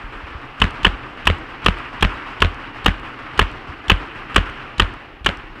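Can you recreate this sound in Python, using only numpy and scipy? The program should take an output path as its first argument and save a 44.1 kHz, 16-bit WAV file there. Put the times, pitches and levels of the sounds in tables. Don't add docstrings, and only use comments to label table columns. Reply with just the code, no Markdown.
import sys
import numpy as np
from scipy import signal
from scipy.fft import rfft, irfft
from scipy.io import wavfile

SR = 44100
rng = np.random.default_rng(int(sys.argv[2]) if len(sys.argv) > 2 else 0)


def pcm_store(signal):
    levels = np.round(np.clip(np.atleast_2d(signal), -1, 1) * 32767)
    wavfile.write(sys.argv[1], SR, levels.astype(np.int16).T)


def gain_from_db(level_db):
    decades = np.asarray(level_db, float) / 20
    return 10 ** decades


N = 246959


def rms_one(x):
    return x / np.sqrt(np.mean(x ** 2) + 1e-20)


def at_hz(points, hz):
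    table_hz, value = np.transpose(points)
    return np.interp(np.log(hz), np.log(table_hz), value)


def coloured(x, spectrum, size=8192):
    gain = gain_from_db(at_hz(spectrum, np.linspace(1, SR / 2, size // 2 + 1)))
    cepstrum = irfft(np.log(gain))
    cepstrum[1:size // 2] *= 2
    cepstrum[size // 2 + 1:] = 0
    kernel = irfft(np.exp(rfft(cepstrum)))
    return signal.fftconvolve(x, kernel / np.linalg.norm(kernel))[:len(x)]


def clicks(s, size):
    out = np.zeros(N)
    at = np.round(np.asarray(s) * SR).astype(int)
    np.add.at(out, np.clip(at, 0, N - 1), size)
    return out


def dying(x, t60):
    return signal.lfilter([1], [1, -gain_from_db(-60 / (t60 * SR))], x + 1e-18)


def ring(x, hz, t60):
    r, w = gain_from_db(-60 / (t60 * SR)), 2 * np.pi * hz / SR
    return signal.lfilter([0, np.sin(w)], [1, -2 * r * np.cos(w), r * r], x + 1e-18)


def drift(rate_hz):
    r = np.exp(-2 * np.pi * rate_hz / SR)
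    wander = signal.lfilter([1], [1, -2 * r, r * r], rng.standard_normal(N + SR))
    return rms_one(wander[SR:])


# [t/s, level/dB, blast/ms, recoil/dB, treble crack/dB]
NEAR_SHOTS = [(0.6164, -0.5, 7.3, 5.5, -5), (0.8473, 1, 7.5, -5, -5.5), (1.2705, 0, 7, 2.5, -1),
              (1.661, -0.5, 7.0, 0, -1), (2.0247, -1.5, 6.6, 7, 1.5), (2.4194, -1.5, 8.1, 3.5, -0.5),
              (2.8604, -0.5, 6.4, -3, 1.5), (3.3921, 0.5, 4.5, 1.5, 2.5), (3.8977, 1.5, 7.4, -9, -3),
              (4.3607, 1, 6.6, -2.5, .5), (4.7969, -1, 7.3, 3, -1), (5.2613, -3, 10, -11, -1)]
# [t/ms, body level/dB, crack level/dB]
BARREL_ECHOES = [
    (0, -6, -30),
    (1.17, 0, -7),
    (2.33, -3, -24),
    (3.5, -1, -18),
    (4.66, -2, -13),
    (5.83, -1, -20),
    (7.0, -7, -30),
]
# [f/Hz, level/dB]
BLAST = [(150, -25.5), (300, -5), (430, -1.5), (600, -12.5), (860, -9), (1090, 1), (1420, -3.5),
         (1850, -6.5), (2150, -12), (2600, -4.5), (3000, 0.5), (3500, -12), (4200, -23), (16000, -89)]
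# [f/Hz, level/dB]
CRACK = [(2000, -30), (4800, 0), (8000, -5), (12000, -16), (16000, -20)]


def blasts():
    push, fronts, cracks = np.zeros((3, N))
    noise = rng.standard_normal((2, N))
    ms = np.arange(SR // 10) * 1000 / SR
    chance = rng.standard_normal((len(NEAR_SHOTS), 2, len(BARREL_ECHOES)))
    lag_ms, echo_db, crack_db = np.transpose(BARREL_ECHOES)
    for (s, peak_db, length_ms, _, bright_db), (late, strong) in zip(NEAR_SHOTS, chance):
        fall = np.where(ms < length_ms - .7, 1, gain_from_db(-13 - 1.2 * (ms - length_ms)))
        rush = np.clip(ms / .9, 0, 1) * fall
        rattle = gain_from_db(-24.5 - 0.14 * ms) * np.clip(ms / 4.1, 0, 1)
        at = round((s - .0006) * SR)
        push[at:at + len(ms)] += gain_from_db(peak_db - 6.0) * (rush + rattle)
        moments = s + (lag_ms + .07 * late) / 1000
        fronts += clicks(moments, gain_from_db(peak_db + echo_db + 0.5 * strong))
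        cracks += clicks(moments, gain_from_db(peak_db + crack_db + bright_db - 8.5 + 1.5 * strong))
    snap = dying(cracks, .0025) * (np.sign(noise[1]) + .4 * noise[1])
    vent = dying(clicks(np.array(NEAR_SHOTS)[:, 0] + 0.0057, gain_from_db(-38.5)), 0.29) * noise[1]
    body = np.tanh(1.25 * coloured(push * noise[0] + gain_from_db(11) * fronts, BLAST))
    body = signal.sosfilt(signal.butter(4, 4200, fs=SR, output="sos"), gain_from_db(-0.5) * body)
    return body + coloured(snap, CRACK) + treble(vent)


# [f/Hz, level/dB]
TICK = [(500, -20), (1000, -9), (2000, -6), (3100, 0), (4200, -8), (5500, -18), (8300, -21), (11000, -35),
        (16000, -52)]


def treble(x):
    return signal.sosfilt(signal.butter(4, 3900, "high", fs=SR, output="sos"), coloured(x, TICK))


# [t/s, level/dB, mount shove/dB, shell shove/dB]
BOLT_HOME = [(0.6412, -7.5, -4, 4), (0.8676, -1.5, -0.5, 6.5), (1.2999, -4.5, 5, -2),
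             (1.6843, -0.5, 1.5, 9.5), (2.0482, -3, -3, 5.5), (2.447, -7.5, 5, -12), (2.8817, -3, 3, 9),
             (3.4158, -6.5, 2, -5), (3.9168, 1, 7, 8), (4.38, -2.5, 3.5, 5.5), (4.821, -6, 1.5, -6),
             (5.2896, -5.5, -8.5, -24)]
# [t/s after home, level/dB]
BALL_RATTLES = [
    (.0105, -16),
    (.022, -26),
]
EDGE_DB = (-43, -29, -38, -43)
RETURN_LEAD_S = .0046
RETURN_DB, BRISK_TRAVEL_MS, RETURN_DB_PER_MS = -12, 23.5, 2.5
RATTLE_SPREAD, KNOCK_SPREAD_DB = .12, 2.5


def bolt_cycle():
    home, home_db, *_ = np.transpose(BOLT_HOME)
    travel_ms = (home - np.array(NEAR_SHOTS)[:, 0]) * 1000
    chance = rng.standard_normal((len(home), 8))
    back_db = RETURN_DB - RETURN_DB_PER_MS * np.maximum(travel_ms - BRISK_TRAVEL_MS, 0)
    s, peak_db = [home - RETURN_LEAD_S, home], [back_db, home_db]
    for k, (lag, level) in enumerate(BALL_RATTLES):
        s.append(home + lag * (1 + RATTLE_SPREAD * chance[:, k]))
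        peak_db.append(level + KNOCK_SPREAD_DB * chance[:, 2 + k])
    treble_db = [level + KNOCK_SPREAD_DB * chance[:, 4 + k] for k, level in enumerate(EDGE_DB)]
    return np.ravel(s), np.ravel(peak_db), np.ravel(treble_db)


# [t/s, level/dB]
VALVE_CLOSING = [(0.708, -31), (1.3857, -36.5), (1.786, -36), (2.142, -37), (2.545, -34), (2.9978, -32),
                 (3.5154, -33.5), (4.018, -46), (4.498, -33), (4.9388, -35), (5.372, -28), (5.5974, -38)]
# [f/Hz, level/dB]
KNOCK = [(200, -32.5), (450, 1.5), (1000, -4), (1800, 3.5), (2900, -2), (3600, -7), (5000, -23),
         (16000, -54)]
VALVE_LEAD_S, VALVE_DB = .0155, -26.5


def mechanism():
    noise = rng.standard_normal((4, N))
    opening = clicks(np.array(NEAR_SHOTS)[:, 0] - VALVE_LEAD_S, gain_from_db(VALVE_DB))
    valve = dying(opening, 0.039) * noise[0]
    s, peak_db = np.transpose(VALVE_CLOSING)
    closing = dying(clicks(s, gain_from_db(peak_db + 4.0)), 0.0044) * noise[1]
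    closing = np.diff(closing, prepend=0)
    s, peak_db, treble_db = bolt_cycle()
    knocks = dying(clicks(s, gain_from_db(peak_db - 4.0)), 0.013) * noise[2]
    edges = dying(clicks(s, gain_from_db(treble_db)), 0.012) * noise[3]
    return coloured(valve, TICK) + coloured(knocks, KNOCK) + treble(closing + edges)


# [f/Hz, t60/s]
MOUNT_MODES = [
    (43.5, .2),
    (80.5, .13),
    (184, .045),
]
SHOVES = [
    (-.11, -.02, .04),
    (.09, -.11, -.15),
    (-.11, -.02, 0),
    (-.06, -.09, -.16),
    (.13, .17, -.13),
]
# [t/s, level/dB, f/Hz]
GRIP_BUMPS = [
    (0.04, -25.5, 37.7),
    (0.149, -30.5, 32.3),
    (0.234, -28.5, 71),
    (0.309, -34, 66),
    (0.349, -26.5, 69.4),
    (0.93, -27, 58.6),
    (3.691, -26.5, 76),
    (5.209, -31, 61),
    (5.437, -32, 32.3),
    (5.499, -32, 30.3),
]
EXIT_LAG_S = .008
RETURN_MOUNT_DB, RETURN_SHELL_DB = 1.5, 3
LET_GO_DB, LET_GO_HZ = -35, 50


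def recoil():
    s, _, _, kick_db, _ = np.transpose(NEAR_SHOTS)
    home, _, home_db, shell_db = np.transpose(BOLT_HOME)
    # (s, mount dB, shell dB)
    steps = [(s - VALVE_LEAD_S, 0, 0),
             (s, kick_db, kick_db),
             (s + EXIT_LAG_S, kick_db, kick_db),
             (home - RETURN_LEAD_S, kick_db + RETURN_MOUNT_DB, RETURN_SHELL_DB),
             (home, home_db, shell_db)]
    out = np.zeros(N)
    for k, (hz, t60) in enumerate(MOUNT_MODES):
        part = 1 + k // 2
        push = sum(clicks(step[0], shove[k] * gain_from_db(step[part])) for step, shove in zip(steps, SHOVES))
        out += ring(push, hz, t60)
    let_go = [(s, LET_GO_DB, LET_GO_HZ) for s, _ in VALVE_CLOSING]
    for s, peak_db, hz in [*GRIP_BUMPS, *let_go]:
        out -= ring(clicks([s], gain_from_db(peak_db + 6.0)), hz, 5.5 / hz)
    return signal.sosfilt(signal.butter(2, [26, 300], "band", fs=SR, output="sos"), out)


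# [t/s, level/dB]
FAR_SHOTS = [(0.0, -25.5), (0.124, -25.5), (0.268, -26.5), (0.415, -26.5), (0.579, -26), (0.743, -24.5),
             (1.031, -27.5), (1.174, -25.5), (1.329, -26.5), (1.489, -27), (1.62, -25), (1.769, -23.5),
             (1.929, -24.5), (2.094, -22.5), (2.259, -24), (2.583, -26.5), (2.746, -24.5), (3.032, -23.5),
             (3.19, -23.5), (3.334, -26), (3.519, -29.5), (3.671, -26.5), (3.841, -26), (3.998, -25),
             (4.15, -24.5), (4.298, -24), (4.459, -23.5), (4.599, -29), (5.555, -30)]
# [f/Hz, level/dB]
HALL = [(260, -27.5), (450, -12.5), (560, -10.5), (820, -6.5), (1190, 0), (1500, -1.5), (2200, -7.5),
        (2850, -9), (3600, -21.5), (5300, -30), (6500, -40.5), (7900, -39.5), (9500, -45), (16000, -62)]
FAR_POP_DB, FAR_ECHO_S, FAR_ECHO_DB = -7, 0.031, -16.5


def far_pops():
    s, peak_db = np.transpose(FAR_SHOTS)
    pops = clicks(s, gain_from_db(peak_db + FAR_POP_DB))
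    echoes = clicks(s + FAR_ECHO_S, gain_from_db(peak_db + FAR_ECHO_DB))
    return coloured(dying(pops + echoes, 0.025) * rng.standard_normal(N), HALL)


# [f/Hz, t60/s]
HALL_T60 = [(500, 2.55), (1500, 1.41), (3000, 2.2), (6000, 1.67), (12000, 1)]
NEAR_FEED_DB, FAR_FEED_DB = -33.5, -9.5


def hall():
    far_s, far_db = np.transpose(FAR_SHOTS)
    far = clicks(far_s, gain_from_db(2 * (far_db + FAR_FEED_DB)))
    near = clicks(np.array(NEAR_SHOTS)[:, 0] + 0.011, gain_from_db(2 * NEAR_FEED_DB))
    noise, out = rng.standard_normal((2, N)), np.zeros(N)
    surge = drift(26.0)
    early = 0.18 * dying(far, 0.076) + 1.0 * dying(near, 0.14)
    edges_hz = 300 * 2 ** np.arange(0, 6.1, .5)
    for k, (low, high) in enumerate(zip(edges_hz, edges_hz[1:])):
        t60 = at_hz(HALL_T60, np.sqrt(low * high))
        late = dying(far + near, t60 / 2)
        energy = signal.lfilter([.004], [1, -.996], late + early)
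        band = signal.sosfilt(signal.butter(2, [low, high], "band", fs=SR, output="sos"), noise[k % 2])
        out += band * np.sqrt(energy) * gain_from_db(1.12 * drift(15.4) + 0.54 * surge)
    return coloured(out, HALL)


# [f/Hz, level/dB]
ROOM_TONE = [(15, -17), (25, 8), (91, -3.5), (103, -0.5), (124, 4.5), (189, -10.5), (204, -4), (286, 2.5),
             (484, -7), (649, -17), (712, -13), (818, -6.5), (1000, -34), (1300, -34), (2200, -120)]
RUMBLE_DB, NEAR_BOOM_DB, FAR_BOOM_DB, BOOM_T60_S = -48, -35.5, -41.5, 1.7
HISS_DB, HISS_HZ = -75, 15000


def room_tone():
    near = clicks(np.array(NEAR_SHOTS)[:, 0], gain_from_db(2 * NEAR_BOOM_DB))
    far = clicks(np.array(FAR_SHOTS)[:, 0], gain_from_db(2 * FAR_BOOM_DB))
    energy = gain_from_db(2 * RUMBLE_DB) + dying(near + far, BOOM_T60_S / 2)
    level = np.sqrt(energy) * gain_from_db(0.5 * drift(27))
    low = level * coloured(rng.standard_normal(N + SR), ROOM_TONE)[SR:]
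    hiss = signal.sosfilt(signal.butter(1, HISS_HZ, fs=SR, output="sos"), rng.standard_normal(N))
    return low + gain_from_db(HISS_DB) * hiss


def scene():
    near = blasts() + mechanism() + recoil()
    return (near + far_pops() + hall() + room_tone())[None]


def top_cut(x):
    return signal.sosfilt(signal.butter(12, 16430, fs=SR, output="sos"), x)


def record(dry):
    knee = 14.0
    held = 1.04 * dry / (1 + np.abs(dry) ** knee) ** (1 / knee)
    cut = signal.sosfilt(signal.cheby2(16, 40, 16250, fs=SR, output="sos"), held)
    mix = np.clip(cut, -1, 1)
    return top_cut(mix)


dry = scene()
out = record(dry)
pcm_store(out)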